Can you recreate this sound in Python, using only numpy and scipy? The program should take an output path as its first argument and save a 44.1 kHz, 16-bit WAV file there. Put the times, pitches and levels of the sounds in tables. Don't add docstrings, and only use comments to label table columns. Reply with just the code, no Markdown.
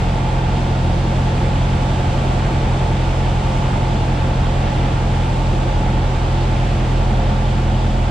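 import sys
import numpy as np
from scipy import signal
from scipy.fft import rfft, irfft, next_fast_len
from scipy.io import wavfile

SR = 44100
rng = np.random.default_rng(int(sys.argv[2]) if len(sys.argv) > 2 else 0)


def digitize_waveform(pressure):
    field = np.atleast_2d(pressure).T
    bounded = np.clip(field, -1, 1)
    quanta = np.round(bounded * 32767).astype(np.int16)
    wavfile.write(sys.argv[1], SR, quanta)


N = 357210


def undb(db):
    return 10 ** (np.asarray(db) / 20)


def walk(rate):
    knots = rng.standard_normal(int(N / SR * rate) + 2)
    return 1.2 * np.interp(np.arange(N) * (rate / SR), np.arange(len(knots)), knots)


def on_log(hz, table, column):
    table = np.asarray(table, float)
    return np.interp(np.log(hz + 1), np.log(table[:, 0]), table[:, column])


# (pitch [Hz], share in step [0-1, signed], share a quarter cycle ahead [0-1, signed])
STEREO_TIE = [(60, -.2, -.4), (250, -.3, 0), (350, .2, -.15), (530, -.45, -.6), (800, -.6, -.2),
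              (890, .2, -.25), (1000, -.35, .15), (1320, -.05, .2), (1500, -.35, .15), (2200, -.25, -.1),
              (3900, 0, .2), (5700, -.25, -.25), (7800, -.15, -.15), (9500, .2, -.05), (13000, 0, 0)]


def tie_opposite(common, own, hz):
    tie = on_log(hz, STEREO_TIE, 1) + 1j * on_log(hz, STEREO_TIE, 2)
    return tie * common + np.sqrt(1 - abs(tie) ** 2) * own


def noise(mid_gain, side_gain, hz):
    size = 2 * (len(hz) - 1)
    used = np.flatnonzero(mid_gain + side_gain)
    real, imaginary = rng.standard_normal((2, 2, len(used)))
    common, own = real + 1j * imaginary
    mid = common * mid_gain[used]
    side = tie_opposite(common, own, hz[used]) * side_gain[used]
    spectra = np.zeros((2, len(hz)), complex)
    spectra[0, used] = mid + side
    spectra[1, used] = mid - side
    return irfft(spectra, size)[:, :N] * np.sqrt(size * SR) / 2


# (pitch [Hz], level [dB])
GYRO_WHINES = [(2387, -60), (4694, -70), (4783, -70), (6808, -71)]


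def gyros():
    out = 0
    for tone_hz, db in GYRO_WHINES:
        angle = 2 * np.pi * np.cumsum(tone_hz + 2.48 * walk(.7)) / SR
        out = out + undb(db + 3.6 * walk(1.7)) * np.sqrt(2) * np.sin(angle)
    return out


# (pitch [Hz], common part [dB per Hz re airflow], opposite part [dB per Hz re airflow])
AIRFRAME_RUMBLE = [(10, -38, -51), (25, -28, -45), (40, -23, -34), (60, -20, -41), (72, -20, -38),
                   (80, -19, -39), (93, -19.5, -41), (112, -19.5, -46), (137, -24, -44), (150, -23, -45),
                   (162, -27, -44), (185, -26, -44), (206, -22.5, -44), (228, -24.5, -44), (265, -27, -43)]
# (pitch [Hz], common part [dB per Hz re airflow], opposite part [same])
AIR_RUSH = [(415, -32.5, -46), (645, -33.5, -44), (937, -39, -44.5), (1250, -42, -48), (1700, -43, -44.5),
            (2950, -44, -50), (3080, -45, -51), (3680, -46.5, -53), (3890, -50, -56.5),
            (5320, -55.5, -55.5), (6250, -58.5, -58), (7870, -59.5, -58), (8840, -66.5, -65.5),
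            (9880, -69, -67), (10600, -77.5, -78), (14000, -86.5, -87), (16000, -104, -104)]
AIR_NOISE = AIRFRAME_RUMBLE + AIR_RUSH


def rush(turn, hz):
    mid = undb(on_log(hz, AIR_NOISE, 1))
    side = undb(on_log(hz, AIR_NOISE, 2))
    octave = np.clip(np.log2(hz + 1), 6, 13)
    throb = 1 + .07 * np.cos(turn) + .06 * np.cos(turn / 4)
    out = 0
    for centre in range(6, 14):
        distance = octave - centre
        share = np.where(abs(distance) < 1, np.cos(np.pi / 2 * distance), 0)
        drift_db = 0.22 * walk(2.4) + 0.4 * walk(12)
        band = noise(mid * share, side * share, hz) * undb(drift_db)
        out = out + band * (throb if 8 < centre < 12 else 1)
    return out


def panel_gain(hz, rows, column):
    power = 0
    for row in rows:
        detune = 2 * (hz - row[0]) / row[1]
        power = power + undb(2 * row[column]) / (1 + .5 * detune ** 2) ** 2
    return np.sqrt(power)


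# (pitch [Hz], width [Hz], common peak [dB per Hz re airflow], opposite peak [dB per Hz re airflow])
CABIN_PANELS = [(319, 15, -29, -52), (346, 42.6, -28.5, -53.5), (532, 17, -27.5, -33.5),
                (576, 58, -34.5, -42), (674, 10, -38.5, -27.5), (718, 65, -30, -34.5), (814, 34, -33, -31),
                (849.4, 27, -29, -32), (872, 18, -29, -32), (900.5, 22.7, -28, -31), (955, 50, -45.5, -45),
                (985, 49, -37.5, -38.5), (1060, 36, -45, -38.5), (1149, 60, -37.5, -40),
                (1274, 50, -43.5, -39.5), (1330, 90, -47, -39.5), (1392, 47, -39.5, -37),
                (1570, 21, -39.5, -50), (3220, 46, -50, -59), (3340, 80, -49.5, -57),
                (3640, 170, -55.5, -60), (4300, 200, -55, -60), (4720, 200, -59.5, -63)]
# (lowest pitch [Hz], highest pitch [Hz], random swell [dB])
SWELL_GROUPS = [(300, 450, .7), (450, 620, .7), (620, 790, .7), (790, 960, 1.0), (960, 5000, .3)]
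# (time [s], pitch [Hz], length [s], gain [dB])
LEVEL_RISES = [(.35, 890, .3, 2.5), (2.3, 720, .3, 2.5), (3.45, 890, .3, 2.5), (4.3, 880, .25, 2.5),
               (5.33, 890, .15, 3.5), (7.2, 533, .6, 5)]


def panels(hz):
    t = np.arange(N) / SR
    out = 0
    for low, high, swell_db in SWELL_GROUPS:
        rows = [row for row in CABIN_PANELS if low <= row[0] < high]
        level_db = swell_db * walk(4.1)
        for time, pitch, length, gain_db in LEVEL_RISES:
            if low <= pitch < high:
                level_db = level_db + gain_db * np.exp(-(2 * (t - time) / length) ** 2)
        ringing = noise(panel_gain(hz, rows, 2), panel_gain(hz, rows, 3), hz)
        out = out + ringing * undb(level_db)
    return out


MID_HZ = 43

# (pitch [Hz], level [dB re the air noise at that pitch])
CLATTER_LEVELS = [(130, -16), (300, -11), (450, -6), (650, -8), (800, -6.5), (1000, -10), (1300, -18),
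                  (2000, -40)]


def clatter(turn, hz):
    size = 2 * (len(hz) - 1)
    points, harmonics = 4096, 200
    phases = np.exp(2j * np.pi * rng.random((2, points // 2 + 1)))
    cycles = irfft(phases * (np.arange(points // 2 + 1) < harmonics))
    place = turn / (8 * np.pi) % 1 * points
    common, own = (rfft(np.interp(place, np.arange(points), cycle / cycle.std(), period=points), size)
                   for cycle in cycles)
    flat = np.sqrt(harmonics * MID_HZ / 4) * undb(on_log(hz, CLATTER_LEVELS, 1))
    mid_gain, side_gain = (flat * np.hypot(undb(on_log(hz, AIR_NOISE, part)),
                                           panel_gain(hz, CABIN_PANELS, part + 1)) for part in (1, 2))
    mid = common * mid_gain
    side = tie_opposite(common, own, hz) * side_gain
    return irfft([mid + side, mid - side], size)[:, :N] * undb(1.1 * walk(3))


LOUD_MULTIPLES = (.75, 1, 2, 3, 4, 5)
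# (level at MID_HZ [dB], slope [dB per Hz of firing rate], bend [dB per Hz squared], waver [dB])
LOUD_LEVELS = [(-31, 1.8, -4.5, 1.3), (-20.7, -1.9, 0, .6), (-25, -.4, 1, .6), (-21.7, .3, .2, .3),
               (-31.8, 4.6, -1.2, .6), (-39, -3, 6.5, 1.4)]
LOUD_OPPOSITE = [(-.12, -.12), (-.02, -.14), (-.02, -.05), (-.03, -.01), (-.03, .04), (-.06, -.01)]
# (lead at MID_HZ [rad], slope [rad per Hz], bend [rad per Hz squared])
FIRING_LEAD = (.25, -.15, .3)
WEAK_TONES = {1.25: -42, 1.5: -39, 1.75: -39, 2.25: -40, 2.5: -44, 2.75: -39, 3.25: -46, 4.5: -43, 4.75:
              -43, 8: -41, 13: -46, 17.25: -47, 17.5: -47, 19.25: -47.5, 19.5: -45}
SWEEP = 0.82
GEAR_ORDER, GEAR_DB, GEAR_DB_PER_HZ = 10.75, -43.5, 7


def engine(turn, firing_hz):
    off_hz = firing_hz - MID_HZ
    out = 0
    for order, levels, (in_step, ahead) in zip(LOUD_MULTIPLES, LOUD_LEVELS, LOUD_OPPOSITE):
        db, slope, bend, waver_db = levels
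        level_db = db + slope * off_hz + bend * off_hz ** 2 + waver_db * walk(2.5)
        angle = order * turn + SWEEP * order ** 2
        if order == 1:
            angle = angle + np.polyval(FIRING_LEAD[::-1], off_hz)
        side = in_step * np.cos(angle) - ahead * np.sin(angle)
        tone = np.cos(angle) + side * np.array([[1], [-1]])
        out = out - undb(level_db) * np.sqrt(2) * tone
    for order, db in WEAK_TONES.items():
        tone = np.cos(order * turn + 2 * np.pi * rng.random())
        out = out + undb(db + 2 * walk(2.96)) * np.sqrt(2) * tone
    gear_db = GEAR_DB + GEAR_DB_PER_HZ * (firing_hz - firing_hz[0])
    return out + undb(gear_db + 2.2 * walk(3.9)) * np.sqrt(2) * np.cos(GEAR_ORDER * turn)


# (time [s], firing rate [Hz], airflow level [dB])
DESCENT = [(0.0, 43.65, -25.8), (0.8, 43.63, -25.9), (2.0, 43.8, -25.0), (2.4, 43.73, -25.0),
           (3.1, 43.45, -25.6), (3.6, 43.48, -25.3), (4.8, 43.32, -25.5), (5.6, 42.86, -26.1),
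           (6.0, 42.83, -26.0), (6.4, 42.53, -25.8), (7.6, 42.0, -26.3), (8.1, 41.97, -26.5)]


def scene():
    time, *columns = np.transpose(DESCENT)
    firing_hz, air_db = (np.interp(np.arange(N) / SR, time, column) for column in columns)
    turn = 2 * np.pi * np.cumsum(firing_hz) / SR
    hz = np.fft.rfftfreq(2 * next_fast_len(N // 2 + 1), 1 / SR)
    air = undb(air_db) * (rush(turn, hz) + panels(hz) + clatter(turn, hz))
    return gyros() + air + engine(turn, firing_hz)


KNEE, HEADROOM = .21, .3
TOP_HZ = 15100


def record(dry):
    above = np.maximum(dry - KNEE, 0)
    rounded = np.minimum(dry, KNEE) + HEADROOM * np.tanh(above / HEADROOM)
    top_cut = signal.ellip(10, .2, 60, TOP_HZ, fs=SR, output="sos")
    return signal.sosfilt(top_cut, 1.025 * rounded)


dry = scene()
out = record(dry)
digitize_waveform(out)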